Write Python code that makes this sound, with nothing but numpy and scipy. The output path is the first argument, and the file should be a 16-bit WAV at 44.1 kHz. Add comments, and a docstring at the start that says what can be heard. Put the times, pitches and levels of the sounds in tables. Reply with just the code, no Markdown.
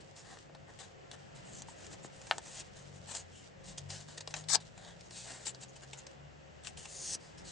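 """A small paper model is folded by hand just in front of a stereo microphone, in a small room.
Throughout, street noise, a faint hum and a far engine (sine orders), which sinks, then speeds up.
From the start, filtered fibre slips make the slides; struck resonances make creases tick, fingertips tap.
Stiff flaps pop at 2.3 s and 4.3 s; at 4.5 s a fold crunches ever harder, then knocks shut.
From 6.9 s one smooth sweep swells while its ring sinks; a last tap and a few slides follow."""
import sys
import numpy as np
from scipy import signal
from scipy.fft import rfft, irfft, next_fast_len
from scipy.io import wavfile
from scipy.ndimage import uniform_filter1d, map_coordinates

SR = 44100
rng = np.random.default_rng(int(sys.argv[2]) if len(sys.argv) > 2 else 0)


def inscribe(sig):
    """Save sig as 16-bit PCM at rate SR to the path in sys.argv[1].

    A 1-D sig is mono; a 2-D sig holds one channel per row.
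    Samples are clipped to [-1, 1] before scaling.
    """
    pcm = np.round(np.clip(np.atleast_2d(sig).T, -1, 1) * 32767)
    wavfile.write(sys.argv[1], SR, pcm.astype(np.int16))


N = 331191
TOP_HZ = 11500


def amp(db):
    """Decibels to gain."""
    return 10 ** (np.asarray(db) / 20)


def unit(x):
    """x at rms 1."""
    return x / np.sqrt(np.mean(x ** 2) + 1e-20)


def along(points, hz):
    """(Hz, value) points on a log axis."""
    f, v = np.transpose(points)
    return np.interp(np.log(hz + 1), np.log(f + 1), v)


def curve(points):
    """(s, value) points as one value per sample."""
    s, v = np.transpose(points)
    return np.interp(np.arange(N) / SR, s, v)


def wobble(rate_hz, size):
    """A smooth random curve, rate_hz knots a second."""
    knots = rng.standard_normal(int(size * rate_hz / SR) + 4)
    return map_coordinates(knots, [np.arange(size) * rate_hz / SR])


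def filtered(x, response):
    """x times a complex response of frequency."""
    n = x.shape[-1]
    m = next_fast_len(n + 4096)
    return irfft(rfft(x, m) * response(np.fft.rfftfreq(m, 1 / SR)), m)[..., :n]


def struck(x, colour):
    """x through the causal minimum-phase filter whose level in dB is colour(Hz)."""
    n = x.shape[-1]
    cepstrum = irfft(np.log(amp(colour(np.fft.rfftfreq(n, 1 / SR)))))
    causal = 1 + np.sign(n // 2 - np.arange(n))
    return irfft(rfft(x) * np.exp(rfft(cepstrum * causal)))


def hump(hz, centre_hz, octaves):
    """A bell of height 1 on a log-frequency axis."""
    return np.exp(-.5 * (np.log2((hz + 1) / centre_hz) / octaves) ** 2)


def damping(hz, dull_hz, depth_db):
    """Treble loss in dB, reaching -depth_db above dull_hz."""
    return -depth_db * (1 - 1 / (1 + (hz / dull_hz) ** 16))


def ripple(depth_db, count):
    """Random peaks and dips in dB, as a function of frequency."""
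    knots = depth_db * rng.standard_normal(count)
    return lambda hz: np.interp(hz, np.linspace(0, TOP_HZ, count), knots)


def spread(pair, alike):
    """Two unrelated signals become left and right with the given likeness."""
    turn = np.arccos(np.clip(alike, -1, 1)) / 2
    return np.cos(turn) * pair[0] + np.sin(turn) * pair[1] * np.array([[1], [-1]])


def add(track, s, sound, pan_db):
    """Place a stereo sound at time s, leaning left by pan_db."""
    i = max(0, round(s * SR))
    part = track[:, i:i + sound.shape[1]]
    gains = unit(amp([[pan_db / 2], [-pan_db / 2]]))
    part += (gains * sound)[:, :part.shape[1]]


def patchy(x, depth_db):
    """x with patches of random gain that drift in time and frequency, mostly in the bass."""
    hz, _, z = signal.stft(x, SR, nperseg=1024)
    field = uniform_filter1d(rng.standard_normal(z.shape[1:]), size=4, axis=0)
    field = unit(uniform_filter1d(field, size=14, axis=1))
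    gain_db = depth_db * field / (1 + hz[:, None] / 1500)
    return signal.istft(z * amp(gain_db), SR, nperseg=1024)[1][:, :N]


# background colour: (frequency [Hz], relative density [dB per Hz])
AMBIENCE_COLOUR = [(20, -25.5), (55, -6), (90, -5), (155, 0.5), (250, -8.5), (400, -5), (700, -6),
                   (1100, -15.5), (1950, -14.5), (2300, -19.5), (2850, -18), (3700, -25), (7800, -29),
                   (9600, -83.5)]
# background stereo: (frequency [Hz], left-right likeness [-1 to 1])
AMBIENCE_LIKENESS = [(60, .8), (150, 0.085), (300, -0.55), (550, -0.38), (900, -0.46), (2500, 0.1),
                     (7000, 0.66)]
# street noise: (time [s], level [dB])
STREET_LEVEL = [(0, -56), (.9, -56.5), (1.5, -52.5), (3.2, -56), (5.6, -56), (7.5, -53.5)]


def background(hum_db=-71, hum_hz=538, hum_width_hz=4, patchy_db=2.0):
    """Street rumble and room air as coloured noise, plus a faint fuzzy hum of narrow-band noise."""
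    def mid_side(hz):
        turn = np.arccos(np.clip(along(AMBIENCE_LIKENESS, hz), -1, 1)) / 2
        return amp(along(AMBIENCE_COLOUR, hz)) * [np.cos(turn), np.sin(turn)]

    mid, side = filtered(rng.standard_normal((2, N)), mid_side)
    air = unit(patchy(np.array([mid + side, mid - side]), patchy_db))
    air = air * amp(curve(STREET_LEVEL) + 0.6 * wobble(6, N))
    hum = filtered(rng.standard_normal(N), lambda hz: 1 / (1 + ((hz - hum_hz) / hum_width_hz) ** 2))
    return air + amp(hum_db) * unit(hum)


# engine speed before waver: (time [s], firing rate [Hz])
ENGINE_SPEED = [(0, 50), (1.3, 46), (2.4, 46), (2.9, 46.8), (3.3, 44.3), (3.75, 47), (4.4, 51.5),
                (4.85, 56.5), (5.3, 62), (6, 68.5), (6.7, 76), (7.1, 81), (7.5, 86)]
# how hard it pulls: (time [s], level before order and room gains [dB])
ENGINE_LOAD = [(0, -69.5), (1.5, -67), (2.5, -72), (2.9, -59), (3.3, -63), (3.55, -64.5), (3.7, -55.5),
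               (3.9, -55), (4.05, -60), (4.5, -56), (5, -63), (5.5, -60), (6.6, -64), (7.5, -71)]
# orders swell as they cross the room's resonances: (frequency [Hz], gain [dB])
ROOM_BASS_GAIN = [(45, -15.5), (66, -10.5), (77, 2.5), (86, -4), (94, -2.5), (110, -5.5), (132, -1.5),
                  (142, 2), (162, -2.5), (185, -4.5), (205, -15), (300, -32)]
# firing orders 1 to 4: relative level [dB]
ORDER_LEVELS_DB = [-0.33, 0.73, -0.98, -1.8]


def engine(waver_db=3.0):
    """Only the lowest firing orders of the far engine, as sines, pass through the walls."""
    rate_hz = curve(ENGINE_SPEED) * (1 + 0.00537 * wobble(12, N))
    phase = 2 * np.pi * np.cumsum(rate_hz) / SR
    load_db = curve(ENGINE_LOAD)
    out = np.zeros(N)
    for order, order_db in enumerate(ORDER_LEVELS_DB, 1):
        room_db = along(ROOM_BASS_GAIN, order * rate_hz)
        level_db = load_db + order_db + room_db + waver_db * wobble(8.4, N)
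        out += np.sqrt(2) * amp(level_db) * np.sin(order * phase)
    return out


# room decay: (frequency [Hz], t60 [s])
ROOM_DECAY = [(200, 0.13), (800, 0.15), (2500, 0.094), (9000, 0.036)]


def room(x, desk_db=-15, desk_delay_s=0.0086, tail_db=-14):
    """One near reflection, dulled, and a short diffuse tail of decaying noise."""
    hz, t, z = signal.stft(rng.standard_normal((2, SR // 3)), SR, nperseg=256)
    decay = amp(-60 * t / along(ROOM_DECAY, hz)[:, None])
    tail = signal.istft(z * decay, SR, nperseg=256)[1]
    tail = np.pad(spread(tail, 0.98), ((0, 0), (SR // 300, 0)))
    tail = tail / np.linalg.norm(tail[0])
    diffuse = signal.fftconvolve(x.mean(axis=0)[None], tail, axes=1)[:, :N]
    near = filtered(x, lambda f: np.exp(-2j * np.pi * f * desk_delay_s) / (1 + 1j * f / 4000))
    return amp(desk_db) * near + amp(tail_db) * diffuse


def fibres(size, rate_hz, scatter_db, smooth):
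    """Friction: fibres catch and let go at random, over a smooth rub."""
    strength = amp(scatter_db * np.minimum(rng.standard_normal(size), 2))
    slips = (rng.random(size) < rate_hz / SR) * strength
    return unit(unit(slips * rng.standard_normal((2, size))) + smooth * rng.standard_normal((2, size)))


# sliding paper: (frequency [Hz], relative density [dB per Hz])
HISS_COLOUR = [(700, -26), (1700, -9.5), (2900, 2.5), (4400, 2.5), (7500, 1.5), (8500, -1.5), (9500, -8),
               (10300, -27.5), (11500, -60)]
# low body of sliding paper: (frequency [Hz], relative density [dB per Hz])
BODY_COLOUR = [(90, -23), (220, 2), (400, -4.5), (750, 4.5), (1250, -6), (1900, -0.5), (2600, -32.5),
               (5000, -63)]


def crinkle(busy_db=-66, rest_db=-79, lag_s=0.053, reach_s=0.11, clump_db=3, body_db=-5, dull_hz=9000):
    """Held paper is never still: dull fibre slips in clumps, most of them as it settles after a stroke."""
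    def colour(hz):
        paper = amp(along(HISS_COLOUR, hz)) + amp(body_db + along(BODY_COLOUR, hz))
        return paper / (1 + (hz / dull_hz) ** 20)

    t = np.arange(N) / SR
    busy = sum(np.exp(-((t - start - swell - lag_s) / reach_s) ** 2) for start, swell, *_ in STROKES)
    busy = np.minimum(busy, 1)
    slips = spread(fibres(N, rate_hz=900, scatter_db=4.5, smooth=0.92), 0.26)
    paper = filtered(slips * amp(clump_db * wobble(28, N)), colour)
    return unit(paper) * amp(rest_db + (busy_db - rest_db) * busy)


# folded sheet between the hands: (resonance [Hz], width [Hz], level [dB])
FLAP_MODES = [(262, 180, -8.5), (420, 110, -2.5), (690, 140, -1), (855, 100, 2), (1150, 260, -7),
              (1590, 140, -1.5), (1775, 110, -1.5), (2300, 300, -14), (3050, 450, -8), (3900, 500, -11),
              (4400, 300, -12)]


def flap(hz):
    """Level in dB of the folded sheet's overlapping low modes."""
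    power = 1e-7
    for f, width, db in FLAP_MODES:
        power = power + (amp(db) * hz * width) ** 2 / ((f * f - hz * hz) ** 2 + (hz * width) ** 2)
    return 10 * np.log10(power)


def thump(hz, octaves):
    """Colour of the whole flap shaking, most of all its modes near hz."""
    return lambda f: flap(f) + 20 * hump(f, hz, octaves)


# crack: (frequency [Hz], relative density [dB per Hz])
CRACK_COLOUR = [(300, -24), (1200, -5), (2000, 1.5), (3000, 3.5), (7800, 2), (9000, -0.5), (10200, -19),
                (11500, -29)]


def crack(hz, dull_hz, ring_db, overtone_db=7, overtone=2.94, ring_octaves=0.26, ripple_db=2):
    """Colour of the facet beside a crease; fingers pressing on it damp the treble."""
    fine = ripple(ripple_db, count=60)

    def colour(f):
        ring = ring_db * hump(f, hz, ring_octaves)
        upper = overtone_db * hump(f, overtone * hz, ring_octaves / 2)
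        return along(CRACK_COLOUR, f) + ring + upper + fine(f) + damping(f, dull_hz, 15)
    return colour


def jolt(t60_s, pan_db, crumple=0.6, size=4096):
    """Paper gives way at once (an impulse), then crumples briefly (decaying fibre slips)."""
    t = np.arange(size) / SR
    slips = fibres(size, rate_hz=3000, scatter_db=-2.0, smooth=1.0)
    after = spread(slips, .92 - 0.056 * abs(pan_db)) * amp(-60 * t / t60_s)
    return crumple * t60_s / 0.007 * after / np.linalg.norm(after[0]) - (t == 0)


def burst(x):
    """x with the energy of 10 ms at rms 1."""
    return unit(x) * np.sqrt(.01 * SR / x.shape[1])


def blow(kick, *parts):
    """A jolt rings all parts (dB, colour) of the paper as one body."""
    def colour_db(f):
        return 10 * np.log10(sum((amp(db) * unit(amp(colour(f)))) ** 2 for db, colour in parts))

    gain = np.sqrt(sum(amp(db) ** 2 for db, _ in parts))
    return gain * burst(struck(kick, colour_db))


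# fingertips landing on or leaving the model: (time [s], level [dB], pitch [Hz])
FINGER_TAPS = [(.497, -56.5, 470), (1.685, -50.5, 646), (2.0475, -46, 223), (3.779, -57, 480),
               (7.152, -54, 300)]


def taps(t60_s=0.016, pan_db=2):
    """A soft fingertip only thumps the flap."""
    out = np.zeros((2, N))
    for s, db, hz in FINGER_TAPS:
        add(out, s, blow(jolt(t60_s, pan_db), (db, thump(hz, octaves=1.06))), pan_db)
    return out


# creases giving way:
# (time [s], crack [dB], facet ring [Hz], thump before trim [dB], left-right [dB])
CREASE_SNAPS = [(.164, -57, 4500, -66, 2), (.3711, -66, 4000, -54, 2), (.5492, -59.5, 3740, -53, 2),
                (.7895, -55.5, 3000, -60, 3), (1.1141, -48, 3270, -60, 0), (1.6204, -46.5, 6760, -56.5, 1),
                (1.8468, -58, 6700, -69, 2), (1.8664, -52.5, 6800, -63, 1), (1.914, -62, 6500, -61, 2),
                (2.2155, -53.5, 6750, -64, 1), (2.269, -52, 6740, -59, 1), (2.3822, -42.5, 7730, -41.5, 1),
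                (3.1495, -42, 7100, -50, 8), (3.9032, -45, 4670, -56, 3), (4.0853, -63, 4500, -57.5, 2),
                (4.207, -48, 6700, -55, 1), (4.2754, -45, 4360, -43, 2), (4.3079, -54, 4500, -64, 0),
                (4.3654, -52, 3500, -55, 9), (4.4393, -56, 4200, -66, 1), (4.4873, -42, 4530, -52, 5),
                (4.5012, -38, 5800, -48, 8), (4.5491, -38, 7600, -38.5, 9), (4.778, -55, 2330, -55.5, 2.5),
                (4.849, -55, 3800, -58, 0), (5.0093, -55.5, 4670, -68, 2), (5.109, -55, 4700, -55.5, 0),
                (5.4678, -41.5, 4700, -51.5, 6), (5.5476, -51.5, 4880, -60, 1),
                (5.932, -46, 2800, -60, 1.5), (6.067, -49.5, 5640, -64, 0), (6.6482, -49.5, 2750, -60, 7),
                (6.671, -41.5, 2800, -62, 6), (6.773, -50.5, 2820, -72, 1), (6.855, -47, 2600, -54.5, 0)]
# a soft crease crumples, a stiff one lets go at once: (thump before trim [dB], crumpling t60 [s])
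CREASE_CRUMPLING = [(-62, 0.034), (-45.5, 0.025), (-42.5, 0.018), (-29.5, .0075)]


def snaps(thump_trim_db=-1, thump_hz=720):
    """Each crease that gives way cracks its facet and thumps the flap."""
    out = np.zeros((2, N))
    for s, crack_db, facet_hz, thump_db, pan_db in CREASE_SNAPS:
        kick = jolt(np.interp(thump_db, *np.transpose(CREASE_CRUMPLING)), pan_db)
        facet = crack(facet_hz, dull_hz=9300, ring_db=8.5)
        whole = thump(thump_hz, octaves=1.4)
        add(out, s, blow(kick, (crack_db, facet), (thump_db + thump_trim_db, whole)), pan_db)
    return out


# stiff flaps popping through:
# (time [s], flap [dB], crack [dB], buckling facet [Hz], facet ring [dB], crumpling t60 [s])
FLAP_POPS = [(2.3116, -25, -49, 1600, -0.7, 0.014), (4.3401, -37.5, -41.5, 2340, 14.5, .035)]


def pops(held_hz=490, held_db=18, dull_hz=4900, dull_db=8, facet_octaves=0.23, crumple=.38, pan_db=3):
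    """A flap flips in one dry, hollow jolt; the grip stills its lowest modes and damps its treble."""
    out = np.zeros((2, N))
    for s, flap_db, crack_db, facet_hz, ring_db, t60_s in FLAP_POPS:
        def hollow(f):
            ring = ring_db * hump(f, facet_hz, facet_octaves)
            held = -held_db / (1 + (f / held_hz) ** 10)
            return flap(f) + ring + held + damping(f, dull_hz, dull_db)

        edge = crack(6300, dull_hz=8000, ring_db=6)
        add(out, s, blow(jolt(t60_s, pan_db, crumple), (flap_db, hollow), (crack_db, edge)), pan_db)
    return out


# thumb drawn off the model: (frequency [Hz], relative density [dB per Hz])
SWEEP_COLOUR = [(300, -22), (1100, -15), (2000, -12.5), (3500, -10), (4500, -1.5), (7500, -2), (9500, -5),
                (10200, -16), (11300, -65)]
SWEEP_START_S, SWEEP_END_S, SWEEP_START_DB, SWEEP_END_DB = 6.9, 7.153, -52.5, -37
SWEEP_START_HZ, SWEEP_END_HZ = 6900, 5850


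def sweep(touch_s=.02, release_s=.016, ring_db=9, ring_octaves=0.12, overtone=1.39, overtone_db=4,
          judder_db=0.5, ripple_db=2, alike=0.92, pan_db=1.5):
    """A bright, thin hiss that swells; its resonances sink as the free paper grows longer."""
    out = np.zeros((2, N))
    times = [SWEEP_START_S - touch_s, SWEEP_START_S, SWEEP_END_S, SWEEP_END_S + release_s]
    t = np.arange(times[0], times[-1], 1 / SR)
    levels_db = [SWEEP_START_DB - 13, SWEEP_START_DB, SWEEP_END_DB, SWEEP_END_DB - 35]
    force_db = np.interp(t, times, levels_db)
    slips = spread(fibres(len(t), rate_hz=7000, scatter_db=2.0, smooth=1.2), alike)
    hz, s, z = signal.stft(slips, SR, nperseg=512)
    hz = hz[:, None]
    ring_hz = np.interp(times[0] + s, times[1:3], [SWEEP_START_HZ, SWEEP_END_HZ])
    ring = ring_db * hump(hz, ring_hz, ring_octaves)
    upper = overtone_db * hump(hz, overtone * ring_hz, ring_octaves / 2)
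    fine = ripple(ripple_db, count=90)(hz * SWEEP_END_HZ / ring_hz)
    z = z * amp(along(SWEEP_COLOUR, hz) + ring + upper + fine)
    hiss = unit(signal.istft(z, SR, nperseg=512)[1][:, :len(t)])
    add(out, times[0], amp(force_db + judder_db * wobble(167.7, len(t))) * hiss, pan_db)
    return out


# stacked layers grinding: (frequency [Hz], relative density [dB per Hz])
CRUNCH_COLOUR = [(200, -20), (500, -15), (900, -9.5), (1250, -5.5), (2000, -11), (2900, -18), (3900, -2.5),
                 (4500, -2.5), (5200, 3.5), (6200, -1), (8000, -0.5), (9200, -11), (10500, -21.5),
                 (11500, -42)]
FOLD_START_S, FOLD_END_S, FOLD_START_DB, FOLD_END_DB = 4.487, 4.551, -36.5, -22.5
FOLD_SLIPS_PER_S, FOLD_SCATTER_DB, FOLD_SMOOTH = 3600, 1.2, .85
KNOCK_S, KNOCK_CRACK_DB, KNOCK_FACET_HZ, KNOCK_THUMP_DB = 4.5554, -26.5, 5300, -29.5


def fold(attack_s=.003, release_s=0.019, judder_db=0.4, ripple_db=3, alike=0.55, pan_db=10):
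    """The stacked layers grind over each other ever harder, in coarse slips, then knock shut."""
    out = np.zeros((2, N))
    times = [FOLD_START_S - attack_s, FOLD_START_S, FOLD_END_S, FOLD_END_S + release_s]
    t = np.arange(times[0], times[-1], 1 / SR)
    levels_db = [FOLD_START_DB - 17, FOLD_START_DB, FOLD_END_DB, FOLD_END_DB - 30]
    force_db = np.interp(t, times, levels_db)
    slips = spread(fibres(len(t), FOLD_SLIPS_PER_S, FOLD_SCATTER_DB, FOLD_SMOOTH), alike)
    fine = ripple(ripple_db, count=90)
    crunch = unit(filtered(slips, lambda hz: amp(along(CRUNCH_COLOUR, hz) + fine(hz))))
    add(out, times[0], amp(force_db + judder_db * wobble(319, len(t))) * crunch, pan_db)

    kick = jolt(0.0067, pan_db, crumple=1.0)
    facet = crack(KNOCK_FACET_HZ, dull_hz=9600, ring_db=11.5, overtone_db=13.5, overtone=1.49,
                  ring_octaves=0.21)
    whole = thump(hz=1144, octaves=1.8)
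    add(out, KNOCK_S, blow(kick, (KNOCK_CRACK_DB, facet), (KNOCK_THUMP_DB, whole)), pan_db)
    return out


SHEET_HZ, SHEET_OCTAVES = 7140, 0.21  # the ring that every grip shares
SINK_OCTAVES_PER_S = 1.22


def friction(slips, ring_hz, ring_db, body_db, pan_db, sheet_db, ring_octaves=0.15, ripple_db=3.5, count=3):
    """Fibre slips heard through the sheet: hiss with two sinking rings, over a low body."""
    t = np.arange(slips.shape[1]) / SR
    # paper close to one capsule sounds less alike in the two
    rub = spread(slips, np.clip(.98 - 0.045 * abs(pan_db), .45, .95))
    # each stroke gets its own random fine unevenness of spectrum
    fine = ripple(ripple_db, count=130)

    def rings(hz):
        own = ring_db * hump(hz, ring_hz, ring_octaves)
        shared = sheet_db * hump(hz, SHEET_HZ, SHEET_OCTAVES)
        return own + shared + fine(hz)

    # crossfade through count fixed filters, each with lower rings
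    hiss, stages_s = 0, np.linspace(0, t[-1], count)
    for stage_s, weights in zip(stages_s, np.eye(count)):
        shift = 2 ** (SINK_OCTAVES_PER_S * (stage_s - t.mean()))
        stage = unit(filtered(rub, lambda hz: amp(along(HISS_COLOUR, hz) + rings(hz * shift))))
        hiss = hiss + np.interp(t, stages_s, weights) * stage
    body = filtered(spread(slips, 0.63), lambda hz: amp(along(BODY_COLOUR, hz) + fine(hz) / 2))
    return unit(hiss) + amp(body_db) * unit(body)


# slides: (start [s], swelling [s], fading [s], crest [dB], ring of the free paper [Hz], ring [dB],
#          body re hiss before trim [dB], left-right [dB])
STROKES = [(0, 0.0031, 0.015, -60, 6500, -5, -10, 2), (.16, .011, 0.048, -54.5, 6000, 2, -4, 1),
           (.24, 0.08, 0.05, -58, 4340, 3.5, 4, 2), (.68, 0.011, 0.025, -66.5, 4000, 6, 11.5, 3),
           (.79, .012, 0.049, -50, 3600, 8.5, -3, 5), (1.118, .025, 0.0062, -54.5, 2930, 3, 2, 6),
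           (1.35, 0.012, 0.033, -57.5, 7400, -2, -4, 1), (1.46, 0.14, 0.013, -52.5, 7240, 5, -17, 1.5),
           (1.678, .013, 0.035, -54, 7800, 4, -15, 1.5), (1.761, 0.084, 0.041, -56.5, 2920, 0, -6, 2),
           (1.904, 0.031, 0.013, -51.5, 5300, 1, -3.5, 1.5), (2.031, 0.028, 0.006, -51, 7500, 4, -23, 1),
           (2.141, 0.18, 0.07, -55, 6960, 1, -3, 2), (2.425, 0.046, .08, -53.5, 2420, -1, -4.5, 1),
           (2.51, 0.1, 0.0095, -45.5, 2400, 3, -9.5, 2), (2.63, 0.035, 0.035, -64, 3600, 3, -6, 1),
           (2.757, .015, 0.051, -56, 6350, 2, -3.5, 1.5), (2.939, 0.022, .032, -60.5, 6500, 3, -8, 3),
           (3.08, .036, .035, -43, 7840, 4.5, -7, 5.5), (3.14, 0.019, 0.047, -43, 6800, 7, -10.5, 1),
           (3.325, 0.048, 0.05, -57.5, 2920, 10, -16, 3), (3.645, 0.04, 0.041, -51, 5200, 2, -12, 1.5),
           (3.778, 0.0041, 0.007, -39, 5400, 3, -23, 0.5), (3.893, 0.014, .1, -46.5, 4700, 2.5, -8.5, 2.5),
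           (4.08, .012, 0.085, -56, 4060, 7, -3, 2), (4.176, 0.0031, 0.0072, -43, 4340, 7, -8, 1),
           (4.2058, 0.0036, 0.0057, -44, 4600, 7, -8, 2), (4.28, .035, 0.016, -55, 4800, 1, -5, 3),
           (4.346, 0.017, .046, -46, 2390, -4, -3, 3.5), (4.602, 0.0082, 0.014, -51.5, 3760, 11, -8, 1.5),
           (4.765, .12, .035, -56.5, 3650, 11, 1.5, 1.5), (5.045, 0.019, 0.024, -62, 6500, 10, -4, 3),
           (5.112, .07, 0.092, -47, 4400, 3.5, -14, 1.5), (5.25, 0.037, 0.17, -49.5, 4430, 4, -3.5, 1.5),
           (5.456, .016, .024, -37.5, 8000, 6, -15.5, 5), (5.611, .027, 0.0078, -48.5, 6170, 3, -13, 1),
           (5.682, 0.016, .01, -58, 6500, 19, -5, 1), (5.758, 0.0072, 0.0071, -52, 2900, 10, -3, 2),
           (5.82, .015, .011, -54, 2980, 4, .5, 3), (5.931, 0.0042, 0.027, -53, 3080, 6, -3, 3),
           (5.974, .015, .011, -51, 6800, 8, -9, 2), (6.64, 0.033, .018, -47, 8500, 4.5, -8.5, 7),
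           (6.771, .005, 0.16, -52.5, 7750, 2, -9, 2.5), (7.2, .05, 0.061, -61, 4700, 9, -2, 1),
           (7.377, 0.0054, 0.029, -54, 5030, 9, -12, 1), (7.449, .032, 0.052, -49.5, 4240, 6, -20, 1)]
# shared ring level by amount of low body, strongest for thin slides, least near -7 dB:
# (body before trim [dB], shared ring [dB])
SHARED_RING_BY_BODY = [(-19, 6), (-7, 4.5), (-6.5, 5.5)]
# a slide gains in force the longer it swells, then eases and lets go
TOUCH_S, RISE_DB, RISE_DB_PER_S, EASE_DB, RELEASE_S = .004, 7.5, 24, 8, .016
SOFTNESS = .3  # slow slides touch and let go slowly: share of swell, twice that of fade


def slides(judder_db=1.12, swell_db=0.7, body_trim_db=-2):
    """Each stroke drags fibres over the sheet: soft touch, swell, ease, soft release."""
    out = np.zeros((2, N))
    for start, swell, fade, crest_db, ring_hz, ring_db, body_db, pan_db in STROKES:
        touch, release = TOUCH_S + SOFTNESS * swell, RELEASE_S + 2 * SOFTNESS * fade
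        times = start - touch + np.cumsum(np.abs([0, touch, swell, fade, release]))
        t = np.arange(times[0], times[-1], 1 / SR)
        shape_db = np.interp(t, times[1:4], [-RISE_DB - RISE_DB_PER_S * swell, 0, -EASE_DB])
        contact = np.interp(t, times, [0, 1, 1, 1, 0]) ** 2
        unsteady_db = judder_db * wobble(172.2, len(t)) + swell_db * wobble(25.6, len(t))
        grip = contact * amp(crest_db + shape_db + unsteady_db)
        slips = fibres(len(t), rate_hz=3200, scatter_db=2.4, smooth=1.17)
        sheet_db = np.interp(body_db, *np.transpose(SHARED_RING_BY_BODY))
        rub = friction(slips, ring_hz, ring_db, body_trim_db + body_db, pan_db, sheet_db)
        add(out, times[0], grip * rub, pan_db)
    return out


def scene(engine_pan_db=4, street_pan_db=1.2):
    """The paper in its room, over a background that leans to the left."""
    paper = crinkle() + taps() + snaps() + pops() + sweep() + fold() + slides()
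    out = paper + room(paper)
    add(out, 0, engine() * np.ones((2, 1)), engine_pan_db)
    add(out, 0, background(), street_pan_db)
    return out


def record(dry):
    """The recorder keeps nothing above its band limit."""
    return filtered(dry, lambda hz: 1 / (1 + (hz / TOP_HZ) ** 80))


dry = scene()
out = record(dry)
inscribe(out)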